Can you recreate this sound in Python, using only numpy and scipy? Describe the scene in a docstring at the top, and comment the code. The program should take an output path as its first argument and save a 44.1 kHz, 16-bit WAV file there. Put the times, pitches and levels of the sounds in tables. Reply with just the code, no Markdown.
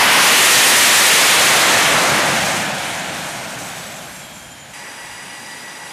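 """The roar of a landing jet, so close that the microphone overloads, on a carrier deck at night.
The intake fan howls past; the roar darkens as the tailpipe turns toward us and the steel deck echoes it.
As the jet rolls away, its turbine slows and the whine sinks. Wind rumbles on the microphone throughout.
Then, abruptly, a parked jet idles: two engines beat against each other under a thin, wavering whine."""
import sys
import numpy as np
from scipy import signal
from scipy.fft import rfft, irfft, next_fast_len
from scipy.io import wavfile
from scipy.ndimage import uniform_filter1d

SR = 44100
rng = np.random.default_rng(int(sys.argv[2]) if len(sys.argv) > 2 else 0)


def output_pcm(signal):
    """Save a mono or channel-first signal as 16-bit PCM at the path in sys.argv[1].

    Samples are clipped to [-1, 1] before scaling.
    """
    pcm = np.clip(np.atleast_2d(signal).T, -1, 1) * 32767
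    wavfile.write(sys.argv[1], SR, np.round(pcm).astype(np.int16))


N = 261072
HOP = 256  # samples between spectral frames
TIME = np.arange(N) / SR
FRAME_TIME = np.arange(N // HOP + 5) * HOP / SR
BIN_HZ = np.fft.rfftfreq(4 * HOP, 1 / SR)


def amp(db):
    """Decibels to gain."""
    return 10 ** (np.asarray(db) / 20)


def unit_rms(x):
    """Scales to rms 1."""
    return x / np.sqrt(np.mean(abs(x) ** 2) + 1e-20)


def ramp(start_s, end_s, t=TIME):
    """Rises evenly from 0 to 1 between two moments."""
    return np.clip((t - start_s) / (end_s - start_s), 0, 1)


def bell(peak_s, half_s):
    """A smooth rise to 1 and fall around one moment."""
    return np.exp(-((TIME - peak_s) / half_s) ** 2)


def swells(rows):
    """A gain made of bell-shaped swells."""
    return sum(amp(db) * bell(peak_s, half_s) for peak_s, half_s, db in rows)


def spectrum_db(points, hz=BIN_HZ):
    """Joins the points of a spectrum by straight lines over log frequency."""
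    point_hz, db = np.transpose(points)
    return np.interp(np.log(hz + 1), np.log(point_hz + 1), db)


def drift(rate_hz):
    """Slow random motion of rms 1."""
    frames = len(FRAME_TIME)
    hz = np.fft.rfftfreq(frames, HOP / SR)
    slow = irfft(rfft(rng.standard_normal(frames)) / np.hypot(1, (hz / rate_hz) ** 2), frames)
    return np.interp(TIME, FRAME_TIME, unit_rms(slow))


def turbulence(shape, patchy_db):
    """Noise of steady power whose spectrum follows shape, mottled by eddies."""
    field = rng.standard_normal((len(FRAME_TIME), len(BIN_HZ)))
    eddies = unit_rms(uniform_filter1d(uniform_filter1d(field, 12, axis=0), 30, axis=1))
    shape = shape * amp(patchy_db * eddies)
    shape = shape / np.linalg.norm(shape, axis=1, keepdims=True)
    spectra = shape * (rng.standard_normal(shape.shape) + 1j * rng.standard_normal(shape.shape))
    _, noise = signal.istft(spectra.T, nperseg=4 * HOP, noverlap=3 * HOP)
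    return unit_rms(noise[:N])


def whistle(hz, width_hz):
    """A narrow band of noise riding on a pitch curve."""
    pole = np.exp(-np.pi * width_hz * np.sqrt(2) / SR)
    noise = rng.standard_normal(N) + 1j * rng.standard_normal(N)
    flutter = signal.lfilter([1], [1, -2 * pole, pole * pole], noise)
    phase = 2 * np.pi * np.cumsum(hz * np.ones(N)) / SR
    return unit_rms((flutter * np.exp(1j * phase)).real)


def tone(hz, width_hz):
    """A sine whose phase wanders enough to give the line its width."""
    wander = np.sqrt(2 * np.pi * width_hz / SR) * rng.standard_normal(N)
    return np.sqrt(2) * np.sin(np.cumsum(2 * np.pi * hz / SR + uniform_filter1d(wander, size=200)))


def share_below(edge_hz, order=8):
    """Share of the power that lies under a crossover."""
    return 1 / (1 + (BIN_HZ / edge_hz) ** order)


# wind right on the microphone: f/Hz, relative level/dB
WIND_SPECTRUM = [(20, 6), (65, 8), (85, 1), (130, -20), (400, -36), (2000, -90)]
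# gusts that buffet it: t/s, half length/s, level/dB
WIND_GUSTS = [(4.47, .05, -36), (5.09, 0.05, -33)]


def wind(steady_db):
    """Wind over the open deck rumbles on the microphone, with a few gusts."""
    strength = amp(steady_db) + swells(WIND_GUSTS)
    return strength * turbulence(amp(spectrum_db(WIND_SPECTRUM)), patchy_db=-6.0)


def beating_whine(hz=1945, db=-42.8, beat_hz=6.2, in_step_s=4.86, second_engine_gain=0.45):
    """Two engines run at nearly the same speed, so their common tone throbs."""
    beat = abs(1 + second_engine_gain * np.exp(2j * np.pi * beat_hz * (TIME - in_step_s)))
    return amp(db) * beat * tone(hz, width_hz=2.0)


# rush of the engines idling on deck: f/Hz, relative level/dB
IDLE_SPECTRUM = [(60, -12), (120, -8), (200, -3), (400, -9.5), (700, -6), (900, -3.5), (1350, -7.5),
                 (1700, -2.5), (2400, -6.5), (3400, -11.5), (4400, -15.5), (6300, -15.5), (10500, -16),
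                 (14500, -24.5)]
# overtones of their compressor blades: f/Hz, width/Hz, level/dB
BLADE_OVERTONES = [(2860, 55, -50.5), (4860, 96, -46.5), (5880, 140, -49.5), (6800, 190, -54),
                   (7790, 290, -49.5), (8760, 320, -52), (9700, 350, -55), (10720, 380, -56)]
# their lesser tones, steady in pitch: f/Hz, width/Hz, level/dB
ENGINE_TONES = [(550, 7.5, -55), (842, 36, -48), (940, 22.5, -50), (2150, 12, -58), (3880, 12.3, -54.5)]


def parked_jet(rush_db=-34, waver=0.004, flutter_db=1.8):
    """Idle rush, the engines' fluttering tones, and blade overtones that waver with rotor speed."""
    rush = amp(rush_db) * turbulence(amp(spectrum_db(IDLE_SPECTRUM)), patchy_db=1.0)
    speed = 1 + waver * drift(rate_hz=14)
    blades = sum(amp(db) * whistle(hz * speed, width) for hz, width, db in BLADE_OVERTONES)
    tones = beating_whine() + sum(amp(db) * tone(hz, width) for hz, width, db in ENGINE_TONES)
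    return rush + blades + tones * amp(flutter_db * drift(rate_hz=29))


# flares and dips in the treble of the receding jet: t/s, half length/s, level change/dB
TREBLE_FLARES = [(2.48, 0.064, 1), (2.72, 0.059, -3), (3.068, 0.053, -3.5), (3.633, 0.036, 2.5),
                 (3.77, .04, 1.5), (4.14, .035, 1), (4.64, 0.088, -2)]


def flare_db():
    """Brief level changes shared by hiss and haze; the whine follows them more strongly."""
    return sum(db * bell(peak_s, half_s) for peak_s, half_s, db in TREBLE_FLARES)


# swells of the fan tone from farther down the deck: t/s, half length/s, level/dB
FAN_SWELLS = [(4.27, 0.067, -46), (4.51, 0.17, -47.5)]


def spool_down(start_s=2.3, fade_in_s=1.3, start_hz=9560, slowing_s=7.55, fan_ratio=.446, haze_ratio=1.55):
    """Turbine and fan tones sink as the rotor slows; a higher blade row adds a breathy haze."""
    hz = start_hz * np.exp(-(TIME - start_s) / slowing_s)
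    hz = hz * (1 + 0.00145 * drift(rate_hz=13.7))
    whine_db = -48 + 3.1 * flare_db() + 4.0 * drift(rate_hz=14)
    turbine = amp(whine_db) * tone(hz, width_hz=73)
    fan = swells(FAN_SWELLS) * whistle(hz * fan_ratio, width_hz=60)
    haze_gain = amp(-47 + flare_db()) * bell(peak_s=4.05, half_s=0.7)
    haze = haze_gain * whistle(hz * haze_ratio, width_hz=1800)
    return (turbine + fan + haze) * ramp(start_s, start_s + fade_in_s)


# swells of the intake howl at close range: t/s, half length/s, level/dB
INTAKE_SWELLS = [(.72, .42, -17.5), (1.76, 0.081, -18.5)]


def intake_howl(start_hz=1918, sink_hz_per_s=80):
    """The fan howls through the roar, its pitch falling as the jet passes the microphone."""
    return swells(INTAKE_SWELLS) * whistle(start_hz - sink_hz_per_s * TIME, width_hz=150)


ABEAM_FROM_S, ABEAM_UNTIL_S, TAIL_FROM_S = 0.51, 1.1, 2.09


def facing(t):
    """Shares of nose, side and tail that the jet shows the microphone, one row per moment."""
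    nose = 1 - ramp(0, ABEAM_FROM_S, t)
    tail = ramp(ABEAM_UNTIL_S, TAIL_FROM_S, t)
    return np.transpose([nose, 1 - nose - tail, tail])


def deck_echo(near_gain=0.11, far_gain=0.47, near_delay_s=0.001, far_delay_s=0.00126, fade_hz=1400):
    """With distance the sound skims the steel deck, and its echo cuts deeper notches in the spectrum."""
    grazing = ramp(2.36, 2.37, FRAME_TIME)[:, None]
    gain = near_gain + (far_gain - near_gain) * grazing
    delay_s = near_delay_s + (far_delay_s - near_delay_s) * grazing
    treble_loss = np.exp(-BIN_HZ / fade_hz)  # the rough deck reflects the treble less cleanly
    return abs(1 + gain * treble_loss * np.exp(-2j * np.pi * BIN_HZ * delay_s))


# the body of the roar, close by and then rolling away: t/s, level/dB
ROAR_LEVEL = [(0, -8.4), (1.2, -9.5), (1.72, -10.5), (2.15, -13.5), (2.55, -18.6), (2.76, -22.6),
              (3.75, -30.5), (4.5, -39.5), (4.72, -39.5)]
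# the roar from ahead, from the side and from behind: f/Hz, relative level/dB
NOSE_SPECTRUM = [(140, -10), (250, -4), (550, -4), (950, 3.5), (1450, 0), (2000, 0.5), (3000, -2),
                 (4800, -14), (8000, -23), (10000, -18), (14500, -21.5)]
SIDE_SPECTRUM = [(140, -7.5), (400, -3), (900, -2), (1400, -0.5), (2100, 1.5), (3200, 0), (4800, -4.5),
                 (6500, -3), (10000, -6.5), (14500, -8)]
TAIL_SPECTRUM = [(60, -6), (160, 4), (320, -0.5), (450, -6.5), (580, -1), (1000, -5), (1600, -4.5),
                 (2100, -5), (2900, -8.5), (4900, -12.5), (6500, -9), (9500, -13), (14500, -18)]
# balance against the body, rows for nose, side and tail: hiss level/dB, rumble level/dB
BALANCE_BY_SIDE = [(-6, -16.5), (0.04, -17.5), (-8, -11.5)]


def exhaust_roar(rumble_hz=400, hiss_hz=4500, plume_lag_s=0.25, hiss_db_per_s=1.7, rumble_db_per_s=2.94):
    """Jet mixing noise: large eddies rumble, fine ones hiss, and the colour turns as the jet passes."""
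    spectra_db = np.array([spectrum_db(side) for side in (NOSE_SPECTRUM, SIDE_SPECTRUM, TAIL_SPECTRUM)])
    colour = amp(facing(FRAME_TIME) @ spectra_db) * deck_echo()
    low, not_high = share_below(rumble_hz), share_below(hiss_hz)
    roar_db = np.interp(TIME, *np.transpose(ROAR_LEVEL))
    hiss_by_side, rumble_by_side = np.transpose(BALANCE_BY_SIDE)
    # behind the jet, hiss and rumble die more slowly than the body
    away_s = np.maximum(TIME - TAIL_FROM_S, 0)
    hiss_db = facing(TIME) @ hiss_by_side + hiss_db_per_s * away_s + flare_db()
    hiss_db += 0.9 * drift(rate_hz=22)  # hot, moving air makes the treble waver
    # the large eddies lie far down the plume, so they pass us later than the jet
    rumble_db = facing(TIME - plume_lag_s) @ rumble_by_side + rumble_db_per_s * away_s
    rumble_db += 2.5 * bell(peak_s=2.3, half_s=0.4)  # the exhaust sweeps past the microphone
    rumble = amp(rumble_db) * turbulence(colour * np.sqrt(low), patchy_db=5.5)
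    body = turbulence(colour * np.sqrt(not_high - low + 1e-12), patchy_db=0.63)
    hiss = amp(hiss_db) * turbulence(colour * np.sqrt(1 - not_high), patchy_db=0.8)
    return amp(roar_db) * (rumble + body + hiss)


def scene(idle_start_s=4.734):
    """The landing gives way at once to the parked jet; both channels are alike."""
    landing = exhaust_roar() + intake_howl() + spool_down() + wind(steady_db=-46)
    idling = parked_jet() + wind(steady_db=-54)
    parked = ramp(idle_start_s, idle_start_s + 0.0026)
    sound = (1 - parked) * landing + parked * idling
    return np.array([sound, sound])


# response of the microphone on deck: f/Hz, level/dB
MIC_RESPONSE = [(10, -44), (20, -32), (40, -17), (70, -10), (140, -0.5), (9500, 0.5), (12000, -2.5),
                (15000, -10.5)]


def record(dry, ceiling=0.46, bias=0.16, edge_hz=15180):
    """The microphone saturates, a little lopsidedly, then colours the sound; last the band limit."""
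    oversampled = signal.resample_poly(dry, 2, 1, axis=1)
    squashed = ceiling * (np.tanh(oversampled / ceiling + bias) - np.tanh(bias))
    sound = signal.resample_poly(squashed, 1, 2, axis=1)
    size = next_fast_len(N + SR // 2)
    response = amp(spectrum_db(MIC_RESPONSE, np.fft.rfftfreq(size, 1 / SR)))
    coloured = irfft(rfft(sound, size) * response, size)[:, :N]
    lowpass = signal.firwin(801, edge_hz, window=("kaiser", 9), fs=SR)
    return signal.oaconvolve(coloured, lowpass[None], "same")


dry = scene()
out = record(dry)
output_pcm(out)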